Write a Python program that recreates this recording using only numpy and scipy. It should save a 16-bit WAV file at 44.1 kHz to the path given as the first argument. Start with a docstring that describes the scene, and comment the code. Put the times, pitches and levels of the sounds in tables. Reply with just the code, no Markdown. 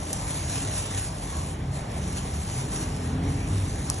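"""Outdoors, close to a small camera, hands pull dry hay apart: sliding stalks hiss and crackle
over a low rumble of traffic and wind, an idling machine's hum and a faint, distant engine.
A few stalks snap at once; then stalk squeaks on stalk now and then, and brief low swells come and go:
lumps of wind rumble and surges of the engine's drone.
From 1.5 s the engine gathers speed, loudest near 3.3 s. Two more stalks snap just before the end."""
import sys
import numpy as np
from scipy import signal
from scipy.fft import rfft, irfft, next_fast_len
from scipy.io import wavfile
from scipy.ndimage import uniform_filter1d, map_coordinates

SR = 44100
rng = np.random.default_rng(int(sys.argv[2]) if len(sys.argv) > 2 else 0)


def materialize(psi):
    """Save the field psi as 16-bit PCM at rate SR to the path in sys.argv[1].

    A 1-D psi becomes a single channel; in a 2-D psi each row is a channel.
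    """
    bounded = np.clip(np.atleast_2d(psi).T, -1, 1)
    quanta = np.round(bounded * 32767).astype(np.int16)
    wavfile.write(sys.argv[1], SR, quanta)


N = 176400  # 4 s


def amp(db):
    """Decibels to gain."""
    return 10 ** (np.asarray(db) / 20)


def unit_rms(x):
    """Scale to rms 1."""
    return x / np.sqrt(np.mean(x ** 2) + 1e-20)


def along(table, hz, column=1):
    """One column of a table, read on a log frequency axis."""
    columns = np.transpose(table)
    return np.interp(np.log(hz + 1), np.log(columns[0] + 1), columns[column])


def curves(table):
    """One value per sample for each column after the time."""
    time_s, *columns = np.transpose(table)
    return [np.interp(np.arange(N) / SR, time_s, column) for column in columns]


def wobble(knots_per_s):
    """Smooth random curve."""
    knots = rng.standard_normal(int(N * knots_per_s / SR) + 4)
    return map_coordinates(knots, [np.arange(N) * knots_per_s / SR])


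def filtered(x, response):
    """Apply a complex frequency response."""
    size = next_fast_len(N + SR // 2)
    return irfft(rfft(x, size) * response(np.fft.rfftfreq(size, 1 / SR)), size)[..., :N]


def patchy_noise(spread_db):
    """Two noises sharing patches of random gain in time and frequency."""
    spectra = signal.stft(rng.standard_normal((2, N)), nperseg=512)[2]
    patches = uniform_filter1d(rng.standard_normal(spectra.shape[1:]), size=5, axis=0)
    patches = uniform_filter1d(patches, size=14, axis=1)
    return signal.istft(spectra * amp(spread_db * unit_rms(patches)), nperseg=512)[1][:, :N]


# Microphone port pair: freq_hz, coherence, left_lead_rad
PORT_PAIR = [(150, 1, 0), (280, .98, 0), (400, .8, 0), (550, .42, 0), (1100, .03, 0), (1850, .92, 0),
             (2650, .35, 1.3), (3700, .72, .35), (4400, .5, 1.6), (4880, .99, 3.14), (5400, .92, 6.1),
             (6000, 1, 6.28), (6700, .98, 6.45), (7300, .7, 7.9), (7900, .87, 9.1), (8400, 1, 9.42),
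             (9700, 1, 9.43), (10250, .87, 9.7), (10800, .45, 10.7), (11300, .95, 12.4)]


def at_ports(pair, spectrum):
    """Colour two unrelated signals and blend them into what the two ports hear; rms 1."""
    def blend(hz):
        angle = np.arccos(np.clip(along(PORT_PAIR, hz), 0, 1)) / 2
        return amp(along(spectrum, hz)) * [np.cos(angle), np.sin(angle)]

    def left_lead(hz):
        return np.exp(.5j * np.outer([1, -1], along(PORT_PAIR, hz, column=2)))

    mid, side = filtered(pair, blend)
    return unit_rms(filtered(np.array([mid + side, mid - side]), left_lead))


# Rubbing strength: time_s, relative_db
RUBBING = [(0, -48.5), (.11, -42.5), (.25, -43.5), (.32, -40), (.47, -43), (.54, -36.5), (.68, -43.5),
           (.77, -37.5), (.9, -44), (.98, -39), (1.05, -41), (1.1, -47.5), (1.19, -47), (1.3, -44),
           (1.5, -48), (1.57, -56), (1.7, -58.5), (1.76, -46.5), (1.88, -54.5), (1.98, -46.5), (2.15, -46),
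           (2.18, -39.5), (2.21, -46.5), (2.3, -46.5), (2.57, -43), (2.69, -49.5), (2.73, -41.5),
           (2.82, -40.5), (2.87, -48), (3.07, -50), (3.21, -56), (3.29, -47), (3.37, -50), (3.46, -50.5),
           (3.51, -47.5), (3.58, -47), (4, -45.5)]
# Sliding stalks: freq_hz, gain_db
HISS_SPECTRUM = [(300, -15), (700, -1), (1400, -3.5), (2000, -4), (3000, -2.6), (4000, -3.2), (5000, -3),
                 (5800, .8), (6800, .2), (8000, 2.8), (9400, 7), (10000, 5.3), (10600, 1), (11200, -11),
                 (11900, -38)]
# Slipping stalks: freq_hz, gain_db
SLIP_SPECTRUM = [(500, 2.5), (1500, -2), (3000, -1), (4500, -2.5), (6000, 0.5), (8000, 5.5), (10000, 12),
                 (11800, -49.5)]


def hay(gain_db=6, flutter_db=.5, crackle_db=-3, slips_per_s=700, spread_db=2.8, clump_db=2):
    """Stalks slide over each other in a hiss, with clumps of tiny slips as single stalks let go."""
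    rub_db, = curves(RUBBING)
    slips = (rng.random((2, N)) < slips_per_s / SR) * rng.choice([-1, 1], (2, N))
    slip_db = spread_db * np.minimum(rng.exponential(size=(2, N)), 4)
    slip_db += clump_db * wobble(knots_per_s=110)
    hiss = at_ports(patchy_noise(spread_db=3), HISS_SPECTRUM)
    crackle = amp(crackle_db) * at_ports(slips * amp(slip_db), SLIP_SPECTRUM)
    return amp(rub_db + gain_db + flutter_db * wobble(35.5)) * (hiss + crackle)


# Traffic and wind strength, with a brief soft knock in the rush just before the last snap: time_s,
# roll_relative_db, rush_relative_db
RUMBLE_LEVELS = [(0, -33.5, -43.5), (.58, -35, -43), (.68, -34, -41), (.78, -37, -43), (.88, -35.5, -41.5),
                 (1.19, -36.5, -46), (1.35, -34, -43.5), (1.52, -33, -44), (1.73, -35.5, -44.5),
                 (1.82, -34.5, -41), (2.15, -36, -43), (2.28, -36, -41), (2.36, -36, -44), (2.5, -36, -43),
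                 (2.8, -32, -42.5), (2.92, -34, -41.5), (3.3, -30.5, -41), (3.6, -30.5, -43),
                 (3.87, -32, -44.5), (3.895, -32, -39.5), (3.95, -31, -44)]
# Deep roll: freq_hz, gain_db
ROLL_SPECTRUM = [(20, -46), (32, -29), (45, -5.5), (85, 0), (115, -4.5), (145, -3), (220, -13.5), (290, -9),
                 (380, -21), (480, -28.5), (1500, -71)]
# Midrange rush: freq_hz, gain_db
RUSH_SPECTRUM = [(150, -3.5), (330, -9), (410, 1.5), (490, -3), (600, 0.5), (800, -2), (1080, -4),
                 (1400, -10.5), (2000, -11), (3000, -16), (5000, -22.5), (10500, -65), (11600, -65)]


def rumble(roll_gain_db=.5, rush_gain_db=2.5):
    """Traffic and wind: a deep roll with a softer rush above it."""
    roll_db, rush_db = curves(RUMBLE_LEVELS)
    roll = at_ports(rng.standard_normal((2, N)), ROLL_SPECTRUM)
    rush = at_ports(patchy_noise(spread_db=1.4), RUSH_SPECTRUM)
    return amp(roll_db + roll_gain_db) * roll + amp(rush_db + rush_gain_db) * rush


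# Idling machine's tones: pitch_hz, level_db
HUM_TONES = [(48.5, -43.5), (98.5, -41.5), (134, -46), (787, -57.5)]


def idle_hum(waver_db=1.5, drift_rad=.34):
    """A machine idles far away, slightly unsteady."""
    t = np.arange(N) / SR
    hum = np.zeros(N)
    for pitch_hz, level_db in HUM_TONES:
        waver = amp(waver_db * wobble(5.18))
        phase = 2 * np.pi * pitch_hz * t + drift_rad * wobble(4.84)
        hum += amp(level_db) * unit_rms(waver * np.sin(phase))
    return hum


# Engine run: time_s, shaft_hz, level_db
ENGINE_RUN = [(0, 32.5, -46), (1.5, 33, -45), (1.72, 34.1, -41), (1.85, 35, -41), (2.0, 36.1, -36),
              (2.15, 37.6, -33), (2.26, 37.2, -39), (2.38, 36.8, -35), (2.48, 38, -44), (2.68, 41, -36),
              (2.95, 41.8, -36), (3.07, 42.6, -31.5), (3.26, 45, -30.5), (3.45, 46.3, -35), (3.57, 48, -32),
              (3.75, 46.5, -35), (4, 46, -42)]
# Engine partials: shaft_multiple, relative_db
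ENGINE_ORDERS = [(2, -3), (3, -7), (4, -9), (5, -4), (6, -5), (7, -18), (8, -17), (9, -14), (10, -13),
                 (11, -16)]
# Exhaust resonances: freq_hz, gain_db
EXHAUST_RESPONSE = [(70, -1), (95, 2), (115, -5), (140, 3), (185, 2), (222, -6), (242, -6), (256, 3),
                    (270, 4), (285, -6), (375, 0), (480, -6)]


def engine(waver_db=2.2, drift_rad=.3, jitter_rad=.1):
    """Shaft partials sweep through the exhaust's resonances and waver on their way through the air."""
    shaft_hz, level_db = curves(ENGINE_RUN)
    shaft_rad = 2 * np.pi * np.cumsum(shaft_hz) / SR + jitter_rad * wobble(28)
    tone = np.zeros(N)
    for order, order_db in ENGINE_ORDERS:
        partial_db = order_db + along(EXHAUST_RESPONSE, order * shaft_hz) + waver_db * wobble(13)
        phase = order * shaft_rad + rng.uniform(0, 2 * np.pi) + drift_rad * wobble(14)
        tone += amp(partial_db) * np.sin(phase)
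    return amp(level_db) * unit_rms(tone)


def port_delay(hz, right_lag_s=.000165):
    """Stereo response to a sound that reaches the left port first."""
    return np.exp(-2j * np.pi * np.outer([0, right_lag_s], hz))


# Breaking stalks: start_s, crack_relative_db, splinter_relative_db
STALK_BREAKS = [(.1065, -19, -32), (.1308, 2, -26), (.133, -4, -29), (3.9005, 7.5, -22), (3.9435, -8, -40)]
# Snap colour: freq_hz, gain_db
SNAP_SPECTRUM = [(500, -19), (3000, -18), (4400, -15), (5600, -1.5), (7500, -4), (9000, 2), (10200, 2),
                 (11200, -5), (12000, -22)]


def snaps(fibres_db=-15, crack_t60_s=.004, splinter_t60_s=.05):
    """A dry stalk breaks with one sharp crack and a brief, faint splintering."""
    t = np.arange(SR // 20) / SR
    breaks = np.zeros(N + SR)
    for start_s, crack_db, splinter_db in STALK_BREAKS:
        crack = amp(crack_db) * (t == 0)
        splinters = rng.standard_normal(len(t)) * amp(splinter_db - 60 * t / splinter_t60_s)
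        fibres = rng.standard_normal(len(t)) * amp(crack_db + fibres_db - 60 * t / crack_t60_s)
        breaks[round(start_s * SR):][:len(t)] += crack + fibres + splinters
    return filtered(breaks[:N], lambda hz: amp(along(SNAP_SPECTRUM, hz)) * port_delay(hz))


def rough_tone(start_s, length_s, first_hz, last_hz, rough_rad, knots_per_s):
    """A gliding tone that swells and fades while its phase wanders."""
    progress = np.clip((np.arange(N) / SR - start_s) / length_s, 0, 1)
    pitch_hz = first_hz + (last_hz - first_hz) * progress
    phase = 2 * np.pi * (np.cumsum(pitch_hz) / SR + rng.random())
    return np.sin(np.pi * progress) * np.sin(phase + rough_rad * wobble(knots_per_s))


# Stalk scrapes: start_s, length_s, first_hz, last_hz, level_db
SCRAPES = [(.15, .25, 2030, 2060, -49), (.62, .11, 650, 630, -41), (.78, .16, 2880, 3120, -45),
           (1.28, .19, 1090, 1110, -43), (1.3, .1, 1640, 1630, -46), (2.57, .08, 3000, 3000, -48),
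           (3.35, .15, 2170, 2520, -44.5)]


def squeaks():
    """Stalk scrapes on stalk in faint, rough squeaks."""
    tones = sum(amp(level_db) * rough_tone(*glide, rough_rad=.85, knots_per_s=200)
                for *glide, level_db in SCRAPES)
    return filtered(tones, port_delay)


# Wind lumps and engine surges: start_s, length_s, pitch_hz, relative_db
LOW_SWELLS = [(.38, .15, 76, -32), (.6, .17, 96, -28.5), (1.31, .16, 80, -26), (1.6, .26, 138, -30),
              (1.9, .25, 72, -28), (2.08, .16, 186, -32), (2.26, .19, 73, -26), (2.52, .16, 134, -29),
              (3.1, .26, 146, -30), (3.49, .17, 98, -21)]


def low_swells(gain_db=-1):
    """Brief low-pitched swells: lumps of wind rumble and surges of the distant engine's drone."""
    return sum(amp(db + gain_db) * rough_tone(start_s, length_s, hz, hz, rough_rad=.3, knots_per_s=30.02)
               for start_s, length_s, hz, db in LOW_SWELLS)


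def scene():
    """Hay in front, rumble and machines behind."""
    foreground = hay() + snaps() + squeaks()
    return foreground + rumble() + low_swells() + engine() + idle_hum()


def record(dry, band_limit_hz=12200):
    """The camera keeps nothing above its band limit."""
    return filtered(dry, lambda hz: hz < band_limit_hz)


dry = scene()
out = record(dry)
materialize(out)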